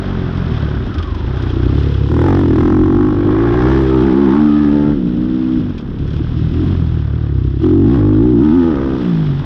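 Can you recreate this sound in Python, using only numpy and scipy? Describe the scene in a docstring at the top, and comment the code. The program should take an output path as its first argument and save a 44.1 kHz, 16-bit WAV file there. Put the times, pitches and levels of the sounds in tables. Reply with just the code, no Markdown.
"""A muffled single-cylinder four-stroke dirt bike revving up and down, heard from the seat.
Each firing thumps down the exhaust, cracks at the tailpipe and makes the airbox honk;
on a shut throttle the burning turns uneven. Gas roars, the engine cases hiss, the chain slaps
and the frame thuds twice. A brief whine slides down, and wind buffets the microphone."""
import sys
import numpy as np
from scipy import signal
from scipy.io import wavfile
from scipy.ndimage import uniform_filter1d

SR = 44100
rng = np.random.default_rng(int(sys.argv[2]) if len(sys.argv) > 2 else 0)


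def unload_wav(signal):
    """Save mono or channel-first audio to the path in sys.argv[1] as 16-bit WAV at rate SR, clipped to [-1, 1]."""
    wavfile.write(
        sys.argv[1],
        SR,
        np.round(np.clip(np.atleast_2d(signal).T, -1, 1) * 32767).astype(np.int16),
    )


N = 416744

# crank speed: time_s, firing_hz
FIRING_RATE = [(0.0, 48.2), (0.055, 48.18), (0.15, 44.37), (0.215, 44.14), (0.239, 42.81), (0.289, 42.62),
               (0.334, 44.05), (0.454, 44), (0.494, 38.56), (0.559, 37.98), (0.584, 36.63), (0.703, 36.02),
               (0.753, 34.13), (0.778, 31.41), (0.828, 30.77), (0.863, 28.39), (0.888, 24.25),
               (0.898, 23.43), (0.943, 22.98), (0.968, 22.02), (1.033, 22.55), (1.068, 24.95),
               (1.117, 25.27), (1.147, 23.69), (1.192, 24.25), (1.247, 28.76), (1.272, 28.87),
               (1.297, 30.98), (1.327, 32.2), (1.422, 32.23), (1.457, 29.52), (1.517, 30.39),
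               (1.586, 29.52), (1.616, 31.34), (1.686, 31.54), (1.711, 32.56), (1.736, 34.95),
               (1.941, 35.48), (1.971, 33.67), (2.08, 34.57), (2.105, 37.79), (2.135, 40.31),
               (2.215, 39.33), (2.245, 44.57), (2.29, 47.26), (2.41, 47.69), (2.444, 43.3), (2.499, 40.53),
               (2.524, 38.08), (2.549, 38.22), (2.584, 41.59), (2.654, 41.68), (2.729, 46.22),
               (2.764, 44.48), (2.854, 43.89), (2.878, 45.65), (2.928, 45.23), (2.998, 49.82),
               (3.078, 51.5), (3.118, 51.57), (3.173, 48.6), (3.273, 50.06), (3.387, 54.29), (3.447, 58.83),
               (3.512, 57.37), (3.567, 61.56), (3.642, 61.57), (3.702, 66.26), (3.816, 67.29),
               (3.846, 65.17), (3.961, 65.27), (4.006, 62.37), (4.061, 68.96), (4.081, 68.47),
               (4.106, 63.48), (4.126, 62.47), (4.195, 69.75), (4.24, 71.27), (4.27, 65.41), (4.295, 63.63),
               (4.325, 65.9), (4.375, 74.2), (4.4, 75.37), (4.939, 73.48), (5.009, 63.04), (5.068, 58.75),
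               (5.093, 59.64), (5.128, 63.74), (5.168, 58.67), (5.203, 61.95), (5.243, 61.6),
               (5.283, 63.61), (5.582, 63.34), (5.597, 60.42), (5.622, 51.9), (5.637, 49.67), (5.722, 48.7),
               (5.737, 46.35), (5.787, 36.34), (5.822, 32.97), (5.852, 34.42), (5.882, 34.19),
               (5.941, 35.68), (6.071, 34.85), (6.096, 34.8), (6.131, 37.63), (6.196, 37.57),
               (6.221, 38.99), (6.271, 38.12), (6.301, 40.75), (6.361, 40.36), (6.405, 38.15),
               (6.425, 38.76), (6.455, 40.55), (6.48, 39.92), (6.525, 39.83), (6.565, 41.11),
               (6.605, 41.09), (6.645, 44.84), (6.68, 45.73), (6.75, 44.63), (6.8, 41.27), (6.854, 40.33),
               (6.974, 40.03), (6.999, 37.7), (7.044, 36.18), (7.119, 35.92), (7.169, 38.77), (7.224, 38.5),
               (7.249, 37.72), (7.273, 35.37), (7.328, 34.67), (7.353, 31.96), (7.488, 32.4),
               (7.593, 33.92), (7.613, 37.14), (7.648, 43.95), (7.722, 43.15), (7.782, 48.26),
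               (7.832, 45.94), (7.877, 53.72), (7.922, 67.17), (7.937, 68.73), (7.952, 68), (7.962, 67.93),
               (7.992, 52.94), (8.007, 50.03), (8.181, 52.04), (8.251, 60.58), (8.306, 62.94),
               (8.331, 61.4), (8.356, 55.63), (8.366, 56.3), (8.381, 58.3), (8.446, 74.64), (8.461, 77.06),
               (8.511, 75.66), (8.556, 88.04), (8.576, 90.25), (8.68, 84.7), (8.72, 77.8), (8.755, 68.8),
               (8.795, 67.04), (8.99, 65.26), (9.029, 58.1), (9.089, 60.15), (9.149, 54.8), (9.219, 52.63),
               (9.319, 46.1), (9.449, 45.95)]
# rear tyre biting over bumps: time_s, speed_change_pct
TYRE_BUMPS = [(2.345, -4), (4.519, -2), (4.672, -3.5), (4.79, -2), (8.628, -4.5)]
def crank(rough):
    """Firing rate and engine cycle count; bumps dent the speed, rough burning jitters the timing."""
    t = np.arange(N) / SR
    sag_s, recover_s, start_cycles = .0485, .075, .36
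    dents = sum(pct / 100 * np.interp(t, [s - sag_s, s, s + recover_s], [0, 1, 0])
                for s, pct in TYRE_BUMPS)
    firing_hz = curves(FIRING_RATE)[0] * (1 + dents)
    cycles = start_cycles + np.cumsum(firing_hz) / SR
    return firing_hz, cycles + .002 * firing_hz * rough ** 1.5 * per_cycle(cycles)


# exhaust boom ahead of the silencer: time_s, level_db
BOOM = [(0, -18), (.25, -14.5), (.5, -15), (.7, -15), (.9, -18), (1.05, -13.5), (1.13, -16), (1.3, -14.5),
        (1.5, -15), (1.75, -11.5), (2.05, -11), (2.32, -10.5), (2.5, -12.5), (2.9, -16), (3.18, -16.5),
        (3.45, -13), (3.7, -8.5), (4.05, -11.5), (4.14, -20.5), (4.24, -17.5), (4.45, -20), (4.8, -17.5),
        (4.93, -15), (5.0, -32), (5.7, -20), (5.85, -24), (6.0, -19.5), (6.3, -13), (6.5, -11.5),
        (6.6, -13), (6.85, -10.5), (7.05, -13.5), (7.3, -13.5), (7.55, -14.5), (7.65, -13), (7.94, -8.5),
        (8.0, -9), (8.1, -9.5), (8.3, -12), (8.4, -12.5), (8.6, -18.5), (8.95, -17), (9.1, -30.5),
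        (9.45, -21)]
# silencer response: freq_hz, shut_gain_db, loaded_gain_db
SILENCER_RESPONSE = [(20, -27, -24), (36, -11.5, -10), (48.7, -3.5, -5.5), (62.5, -2.5, -4),
                     (98, -3.5, 0.5), (122, -3.5, -3), (172, -5, -8.5), (212, -3.5, -14.5),
                     (300, -25, -32.5)]
def exhaust(cycles, firing_hz, rough, load):
    """The silencer passes the four lowest orders of the blow-down pulses."""
    hz, shut_db, loaded_db = np.transpose(SILENCER_RESPONSE)
    boom_db = curves(BOOM)[0]
    out = np.zeros(N)
    for k, lag_cycles in enumerate((.65, .6, .53, .52), start=1):
        log_hz = np.log(k * firing_hz)
        db = boom_db + (2 - load) * np.interp(log_hz, np.log(hz), shut_db)
        db += load * np.interp(log_hz, np.log(hz), loaded_db)
        if k == 1:
            db -= 2.5 * load
        out += gain_of(db) * engine_order(cycles, k, lag_cycles, .42 * rough)
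    return np.sqrt(2) * out


# airbox resonance: time_s, level_db, pitch_hz
HONK = [(0, -24.5, 220), (.15, -22, 224), (.6, -31.5, 230), (1.2, -32.5, 278), (1.45, -27, 317),
        (1.72, -19.5, 314), (1.95, -35, 275), (2.05, -28, 276), (2.12, -18.5, 310), (2.26, -15, 309),
        (2.7, -11.5, 307), (3.06, -11.5, 320), (3.15, -18, 323), (3.29, -13, 346), (3.55, -14, 357),
        (3.72, -13.5, 336), (3.88, -14.5, 358), (4.0, -12, 320), (4.12, -11, 323), (4.23, -10.5, 300),
        (4.31, -11, 316), (4.39, -10, 275), (4.6, -10.5, 294), (4.76, -11, 290), (4.91, -13, 287),
        (4.96, -17.5, 287), (5.1, -18, 257), (5.3, -16, 285), (5.58, -14, 300), (5.62, -18, 256),
        (5.7, -19, 250), (5.73, -26.5, 245), (5.87, -32, 248), (6.15, -35, 270), (6.5, -28.5, 252),
        (6.54, -21.5, 270), (6.62, -17.5, 290), (6.71, -23, 315), (6.76, -29, 270), (6.9, -32, 261),
        (7.6, -26.5, 295), (7.616, -22, 300), (7.645, -9, 340), (7.75, -10, 320), (7.88, -10.5, 271),
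        (8.0, -14, 323), (8.2, -10.5, 320), (8.32, -11.5, 326), (8.41, -8.5, 300), (8.47, -10.5, 315),
        (8.6, -13, 317), (8.69, -13, 301), (8.74, -16.5, 300), (8.8, -19, 282), (8.9, -18, 306),
        (9.15, -19.5, 242), (9.4, -28, 230), (9.45, -25.5, 252)]
# airbox ring, orders above split_hz cresting earlier: time_s, cutoff_hz, split_hz
HONK_SHAPE = [(0, 402, 336), (2.05, 402, 312), (2.3, 373, 322), (2.55, 397, 283), (2.9, 383, 272),
              (3.1, 357, 300), (3.4, 376, 300), (3.6, 407, 300), (3.8, 426, 334), (4.05, 430, 323),
              (4.28, 420, 300), (4.4, 335, 265), (4.65, 355, 256), (4.95, 357, 261), (5.2, 357, 266),
              (5.6, 324, 280), (5.8, 406, 287), (7.55, 417, 297), (7.65, 376, 285), (7.85, 415, 300),
              (8.0, 350, 360), (8.2, 342, 370), (8.3, 390, 346), (8.45, 350, 300), (8.8, 383, 300),
              (9.45, 400, 300)]
# engine sound above the honk, relative levels: time_s, growl_db, rasp_db, hiss_db
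UPPER_LEVELS = [(0, -41, -36.5, -41), (.1, -31, -35.5, -40), (.3, -47, -36, -41.5), (.55, -41, -36, -38.5),
                (.9, -39, -39, -42.5), (1.15, -36, -41, -43.5), (1.4, -43, -36, -39.5),
                (1.6, -44, -37, -40.5), (1.86, -22, -38, -38), (2.04, -21, -37.5, -41.5),
                (2.12, -20, -30, -40.5), (2.29, -13, -20.5, -40), (2.47, -20.5, -30, -43),
                (2.58, -23, -25.5, -40.5), (2.72, -27, -24.5, -43.5), (2.8, -31, -28, -45),
                (3.05, -27.5, -26, -45.5), (3.18, -20, -28.5, -45), (3.3, -22, -22.5, -44),
                (3.7, -30, -18, -37.5), (3.95, -19, -24.5, -39.5), (4.08, -29, -22.5, -39.5),
                (4.18, -42, -25, -41), (4.34, -44, -21, -39.5), (4.5, -39, -27, -41),
                (4.76, -16, -28.5, -41), (4.92, -19.5, -28.5, -45), (4.98, -26, -46, -47),
                (5.2, -26, -44, -46), (5.55, -31.5, -42.5, -43.5), (5.85, -32, -47, -50.5),
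                (6.2, -32.5, -44, -44.5), (6.5, -46.5, -44, -43), (6.68, -42, -36.5, -41),
                (6.85, -44, -40.5, -44.5), (7.2, -32, -44.5, -48.5), (7.59, -42.5, -49.5, -48),
                (7.64, -35, -32, -41), (7.78, -56, -39.5, -49), (7.95, -19, -30.5, -42),
                (8.05, -19, -34, -47), (8.36, -26.5, -39, -47), (8.45, -60, -29.5, -43),
                (8.65, -18, -27, -42.5), (8.79, -16, -26.5, -46), (9.05, -23.5, -31.5, -40),
                (9.37, -57, -42, -42), (9.45, -40, -38, -42.5)]
def airbox_resonance(firing_hz, load):
    """Amplitudes of orders 1-14 in the airbox honk and the growl above it."""
    hop = 64
    honk_db, honk_hz = (curve[::hop] for curve in curves(HONK))
    cutoff_hz = curves(HONK_SHAPE)[0][::hop]
    growl_db = curves(UPPER_LEVELS)[0][::hop]
    hz = np.arange(1, 15)[:, None] * firing_hz[::hop]
    honk = 1 / (1 + ((hz - honk_hz) / 130) ** 2) ** 2
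    honk /= (1 + (hz / cutoff_hz) ** 18) * (1 + (.52 * honk_hz / hz) ** 8)  # steep skirts
    honk += .5 * (1 - load[::hop]) / (1 + (hz / 170) ** 6)  # boomy putt off load
    growl = 1 / (1 + ((hz - 450) / 105) ** 2) ** 1.1
    sizes = (gain_of(honk_db + .5) * honk / np.linalg.norm(honk, axis=0)
             + gain_of(growl_db - 9) * growl / np.linalg.norm(growl, axis=0))
    return [np.interp(np.arange(N), np.arange(0, N, hop), row) for row in sizes]


# third-order drone at high revs and under engine braking: time_s, level_db
THIRD_ORDER_DRONE = [(3.9, -44), (4.05, -16), (4.14, -17.5), (4.24, -15), (4.3, -15), (4.4, -15.5),
                     (4.8, -22), (4.95, -26.5), (5.05, -17.5), (5.2, -22), (5.6, -40), (5.7, -53.5),
                     (8.38, -51), (8.46, -15), (8.6, -9), (8.7, -26), (8.78, -51), (8.98, -41),
                     (9.05, -17.5), (9.14, -13), (9.4, -17.5), (9.45, -42)]
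def airbox(cycles, firing_hz, rough, load):
    """Each gulp rings long in the airbox on an open throttle; on a shut one it is a short putt."""
    putt_cycles, crest_cycles = .52, .08
    sizes = airbox_resonance(firing_hz, load)
    split_order = curves(HONK_SHAPE)[1] / firing_hz
    width_orders = .2 * (firing_hz / 45) ** 3
    ring_share = np.clip(8 * (.32 - rough), 0, 1)
    scatter = .34 * np.tanh(3 * rough)
    out = np.zeros(N)
    for k in range(2, 15):
        level = sizes[k - 1] * (load if k < 5 else 1)
        if k == 3:
            level = np.hypot(level, gain_of(curves(THIRD_ORDER_DRONE)[0]))
        phase_lead = .15 + 1.4 * np.arctan((k - split_order) / width_orders) / (2 * np.pi)
        putt = engine_order(cycles, k, putt_cycles - .34 / k, scatter)
        ring = engine_order(cycles, k, crest_cycles - phase_lead / k, scatter)
        out += level * (np.sqrt(1 - ring_share) * putt + np.sqrt(ring_share) * ring)
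    return np.sqrt(2) * out


# ground reflection: time_s, delay_ms
GROUND_BOUNCE = [(0, 2.2), (2.2, 2), (2.6, 3.82), (3.55, 3.72), (3.9, 3.23), (4.9, 4.4), (7.6, 4),
                 (8.4, 3.3), (9.45, 3.1)]
def firing_clicks(cycles, rough):
    """One click per firing, plus its bounce off the ground."""
    at = np.flatnonzero(np.diff(np.floor(cycles)) > 0)
    size = gain_of(2.5 * rough * per_cycle(cycles))[at]
    delay = (curves(GROUND_BOUNCE)[0][at] * SR / 1000).astype(int)
    out = np.zeros(N)
    out[at] = size
    out[np.minimum(at + delay, N - 1)] = .75 * size
    return out


# tailpipe crack: freq_hz, gain_db
CRACK_SPECTRUM = [(300, -45), (600, -18), (720, -1), (860, -1), (1000, -0.5), (1200, -4), (1500, -0.5),
                  (1900, -17.5), (2400, -31.5), (3500, -44.5), (6000, -33.5), (9000, -79)]
# tailpipe rings, relative to the crack: time_s, high_hz, high_db, low_hz, low_db
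PIPE_RINGS = [(2.05, 1098, -22, 798, -6.5), (2.4, 1210, -18, 908, -15), (2.6, 1070, -21, 880, -32.5),
              (3, 1130, -4.5, 849, -8), (3.45, 1098, -0.5, 878, -8), (3.7, 1073, -27, 764, -20),
              (3.87, 1316, -4, 759, -17), (3.93, 1300, 9.5, 890, 10), (4.1, 1100, -9, 848, -5),
              (4.33, 1075, -7, 898, 0.5), (4.5, 1213, 8, 930, -1.5), (4.95, 1312, -10, 846, -1),
              (7.6, 1176, -3, 837, -7.5), (8, 1072, -10, 850, -8.5), (8.4, 1252, -9.5, 866, -10.5),
              (8.9, 1173, -13, 810, -6)]
# bite as the engine pulls, relative to the crack: time_s, level_db
PIPE_BITE = [(2.05, -9), (2.3, -7), (2.55, -4), (3.2, -22), (3.45, 0.5), (3.7, -6.5), (3.9, -1.5),
             (4.1, -14), (4.35, -16.5), (4.6, 5), (4.95, -7), (7.6, -9.5), (7.95, -7), (8.2, -11.5),
             (8.5, -9.5), (8.9, -12.5)]
def tailpipe_crack(cycles, rough, pull):
    """Under load each firing sends a click and a noisy puff that ring the tailpipe."""
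    puff_s = .003
    clicks = firing_clicks(cycles, rough)
    puff = signal.lfilter([1], [1, -np.exp(-1 / (puff_s * SR))], clicks)
    blast = clicks + .007 * puff * rng.standard_normal(N)
    high_hz, high_db, low_hz, low_db = curves(PIPE_RINGS)
    ring = gain_of(high_db) * resonate(blast, high_hz, width_hz=170)
    ring += gain_of(low_db) * resonate(blast, low_hz, width_hz=62)
    ring += gain_of(curves(PIPE_BITE)[0]) * resonate(blast, hz=1574, width_hz=366)
    crack = hold_level(unit_rms(colour(blast, CRACK_SPECTRUM)) + ring)
    rasp_db = curves(UPPER_LEVELS)[1]
    return gain_of(rasp_db - 3) * pull * crack


# gas roar: freq_hz, gain_db
ROAR_SPECTRUM = [(220, -38.5), (380, 0), (420, -11), (513, -14.5), (670, -16.5), (881, -18), (1230, -17),
                 (1520, -18.5), (2120, -29), (2400, -31.5), (3120, -53.5), (5280, -120)]
# drop of the roar at full pull: time_s, cut_db
ROAR_CUT = [(2.1, 12), (3.1, 14), (3.3, 21), (3.8, 21), (3.95, 15), (4.9, 14), (7.6, 9), (8, 8), (8.35, 9),
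            (8.5, 17), (9, 17)]
def gas_roar(cycles, throttle, pull):
    """Gas rushes after each firing; the roar gives way to the crack under load."""
    rasp_db = curves(UPPER_LEVELS)[1]
    level_db = rasp_db + 5.5 - curves(ROAR_CUT)[0] * pull
    throb = 1 + (.8 + .7 * throttle) * pulse(cycles, lag_cycles=.54 - .41 * throttle, sharpness=3)
    return gain_of(level_db) * throb * flicker_noise(ROAR_SPECTRUM, flicker_db=.76)


# engine case hiss: freq_hz, gain_db
HISS_SPECTRUM = [(1180, -13), (2000, -4.5), (2330, -11.5), (2520, -2.5), (2730, -4), (2950, -2), (3360, 0),
                 (4480, -13), (5260, -11), (6670, -30.5), (8670, -63.5), (14700, -120)]
# top-end fizz: freq_hz, gain_db
FIZZ_SPECTRUM = [(5500, -34), (7000, -3), (8500, -13), (10300, -14.5), (12000, -13), (12700, -11.5),
                 (13500, -29), (14500, -59.5)]
def case_hiss(cycles, throttle):
    """The cases hiss in time with the firing; fizz follows more steeply and rises with throttle."""
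    hiss_db = curves(UPPER_LEVELS)[2]
    fizz_db = -87 + 1.8 * (hiss_db + 44.5) + 12.5 * throttle
    throb = 1 + (.28 + .22 * throttle) * pulse(cycles, lag_cycles=.15, sharpness=2.3)
    hiss = gain_of(hiss_db - 2.5) * flicker_noise(HISS_SPECTRUM, flicker_db=1.4)
    fizz = gain_of(fizz_db) * flicker_noise(FIZZ_SPECTRUM, flicker_db=2.9)
    return throb * hiss + throb ** 2 * fizz


# chain slaps: start_s, relative_db
CHAIN_HITS = [(0.2179, -56), (0.3706, -45.5), (0.5965, -54), (0.8641, -48), (0.942, -43), (0.982, -40.5),
              (1.026, -41.5), (1.0715, -51), (1.146, -46), (1.1794, -55), (1.3678, -49), (1.422, -43),
              (1.4735, -51), (1.4995, -45), (1.5314, -57), (1.6292, -46), (1.8956, -51), (5.5923, -59),
              (5.6932, -54), (5.779, -44), (5.806, -54), (5.9853, -50), (6.0754, -49), (6.1035, -50),
              (6.1318, -46.5), (6.1626, -48)]
# ring of the struck parts: freq_hz, gain_db
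CHAIN_SPECTRUM = [(880, -67), (1500, 4), (2000, -14), (2510, -0.5), (2800, -5.5), (3300, 3), (4300, -11),
                  (5250, -9), (6200, -20), (7500, -31), (9000, -37), (12000, -42), (14700, -100)]
def chain_slaps():
    """Metallic clacks: short noise bursts through the ring of the parts."""
    rise_s, fall_s = .00055, .011
    start_s, db = np.transpose(CHAIN_HITS)
    hits = np.zeros(N)
    hits[(start_s * SR).astype(int)] = gain_of(db + 10)
    t = np.arange(4000) / SR
    burst = (1 - np.exp(-t / rise_s)) * np.exp(-t / fall_s)
    envelope = signal.oaconvolve(hits, burst)[:N]
    noise = rng.standard_normal(N)
    return colour(envelope * noise, CHAIN_SPECTRUM) / np.std(colour(noise, CHAIN_SPECTRUM))


# frame thuds: start_s, level_db, pitch_hz, length_s
FRAME_HITS = [(0.947, -10.5, 84.4, 0.084), (6.202, -14, 310, 0.016)]
def frame_thuds():
    """Dull thuds through the frame: a few cycles of a low tone swell and die."""
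    t, out = np.arange(N) / SR, np.zeros(N)
    for start_s, db, hz, length_s in FRAME_HITS:
        age_s = t - start_s
        envelope = np.sin(np.pi * np.clip(age_s / length_s, 0, 1))
        out += gain_of(db) * envelope * np.sin(2 * np.pi * hz * age_s)
    return out


# falling whine: time_s, level_db, pitch_hz
WHINE_GLIDE = [(.52, -60, 1580), (.62, -42, 1560), (.75, -43, 1480), (.85, -49, 1430), (.93, -36.5, 1336),
               (1.15, -39.5, 1005), (1.3, -42.5, 849), (1.4, -61, 745)]
def whine():
    """A rough whistle of narrow-band noise slides down."""
    db, hz = curves(WHINE_GLIDE)
    return gain_of(db) * resonate(rng.standard_normal(N), hz, width_hz=120)


# wind rumble: freq_hz, gain_db
WIND_SPECTRUM = [(15, -36), (30, 11), (60, 3.5), (150, 5.5), (300, 3), (450, -13.5), (700, -66)]
# gust strength: time_s, relative_db
WIND_GUSTS = [(0, -37), (.75, -31.5), (.97, -32), (1.15, -37), (1.6, -32), (2.1, -31.5), (2.85, -27),
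              (3.8, -33.5), (4.3, -39.5), (5.0, -29), (5.16, -29.5), (5.6, -32.5), (6.7, -29), (7.6, -46),
              (8.4, -28.5), (8.6, -33.5), (9.45, -33)]
def wind():
    """Air buffets the microphone in low lumps."""
    lump_db, lump_s = 2.5, .07
    level_db = curves(WIND_GUSTS)[0] + 7.5 + lump_db * np.tanh(slow_noise(round(lump_s * SR)))
    return gain_of(level_db) * flicker_noise(WIND_SPECTRUM, flicker_db=1)


def per_cycle(cycles):
    """One random value per engine cycle, interpolated."""
    return np.interp(cycles, np.arange(700), rng.standard_normal(700))


def engine_order(cycles, k, lag_cycles, scatter):
    """Harmonic k of the firing rate; uneven burning shakes its size and phase."""
    size = 1 + scatter * per_cycle(cycles)
    return size * np.cos(2 * np.pi * k * (cycles - lag_cycles) + scatter * per_cycle(cycles))


def pulse(cycles, lag_cycles, sharpness):
    """One smooth unit peak per cycle."""
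    return np.exp(sharpness * (np.cos(2 * np.pi * (cycles - lag_cycles)) - 1))


def gain_of(db):
    return 10 ** (np.asarray(db) / 20)


def unit_rms(x):
    return x / np.sqrt(np.mean(x ** 2) + 1e-20)


def smooth(x, samples):
    return uniform_filter1d(uniform_filter1d(x, samples), samples)


def hold_level(x):
    """Holds the running RMS at 1."""
    return x / np.sqrt(abs(smooth(x ** 2, samples=6000)) + 1e-12)


def slow_noise(samples):
    return unit_rms(smooth(rng.standard_normal(N), samples))


def curves(rows):
    """One per-sample curve for each column after time_s."""
    time_s, *columns = np.transpose(rows)
    return [np.interp(np.arange(N) / SR, time_s, column) for column in columns]


def colour(x, spectrum):
    """Minimum-phase filter with the given spectrum."""
    hz, db = np.transpose(spectrum)
    bin_hz = abs(np.fft.fftfreq(8192, 1 / SR))
    bin_db = np.maximum(np.interp(np.log(bin_hz + 1), np.log(hz), db), -100)
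    response = np.exp(np.conj(signal.hilbert(np.log(gain_of(bin_db)))))
    return signal.oaconvolve(x, np.fft.ifft(response).real[:4096])[:len(x)]


def resonate(x, hz, width_hz):
    """Gliding resonance at unit RMS: shift hz to zero, low-pass twice, shift back."""
    carrier = np.exp(2j * np.pi * np.cumsum(hz * np.ones(N)) / SR)
    pole = np.exp(-np.pi * width_hz / SR)
    baseband = x / carrier + 1e-18
    for _ in range(2):
        baseband = signal.lfilter([1 - pole], [1, -pole], baseband)
    return unit_rms((carrier * baseband).real)


def flicker_noise(spectrum, flicker_db):
    """Coloured noise whose level flickers."""
    flicker = gain_of(flicker_db * slow_noise(samples=250))
    return flicker * unit_rms(colour(rng.standard_normal(N), spectrum))


# uneven burning, strong on a shut throttle: time_s, roughness_ratio
ROUGHNESS = [(0, .45), (.5, .6), (1.2, .7), (1.5, .45), (2.05, .4), (2.15, .15), (3, .14), (3.3, .08),
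             (4.9, .09), (5.1, .15), (5.27, .08), (5.57, .08), (5.62, .17), (5.7, .2), (5.74, .7),
             (6.3, .55), (6.5, .45), (6.54, .2), (6.71, .2), (6.77, .36), (7.1, .4), (7.59, .45),
             (7.612, .15), (8.1, .08), (9, .08), (9.38, .1), (9.45, .5)]
# rider's throttle: time_s, open_ratio
THROTTLE_OPENING = [(0, 0), (.4, 0), (1.5, 0.09), (2.04, 0.52), (2.12, 1), (3.08, 0.98), (3.17, 0.62),
                    (3.3, 0.55), (4.92, 0.69), (4.98, 0.35), (5.6, 0), (5.75, 0), (6.5, 0.37), (6.65, 0.45),
                    (6.85, 0.51), (7.6, 0.23), (7.62, 0.85), (8.97, 0.6), (9.05, 0.53), (9.3, 0.37),
                    (9.45, 0.3)]
def scene():
    """One crank drives all engine layers; chain, frame, whine and wind join them in mono."""
    rough, throttle = curves(ROUGHNESS)[0], curves(THROTTLE_OPENING)[0]
    load = np.clip(1.3 - 2.5 * rough, 0, 1)  # a loaded engine burns evenly
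    pull = np.clip(2.5 * (throttle - .35), 0, 1)
    firing_hz, cycles = crank(rough)
    thump_gain = gain_of(4.5 * rough * per_cycle(cycles))
    low = exhaust(cycles, firing_hz, rough, load) + airbox(cycles, firing_hz, rough, load)
    rasp = tailpipe_crack(cycles, rough, pull) + gas_roar(cycles, throttle, pull)
    engine = thump_gain * low + rasp + case_hiss(cycles, throttle)
    return (engine + chain_slaps() + frame_thuds() + whine() + wind())[None]


def record(dry):
    """Soft overload of the tallest peaks, then a low-pass."""
    ceiling, cutoff_hz = .9, 14900
    soft = dry / (1 + abs(dry / ceiling) ** 4) ** .25
    taps = signal.firwin(511, cutoff_hz, window=("kaiser", 9), fs=SR)
    return signal.oaconvolve(soft, taps[None], "same")


dry = scene()
out = record(dry)
unload_wav(out)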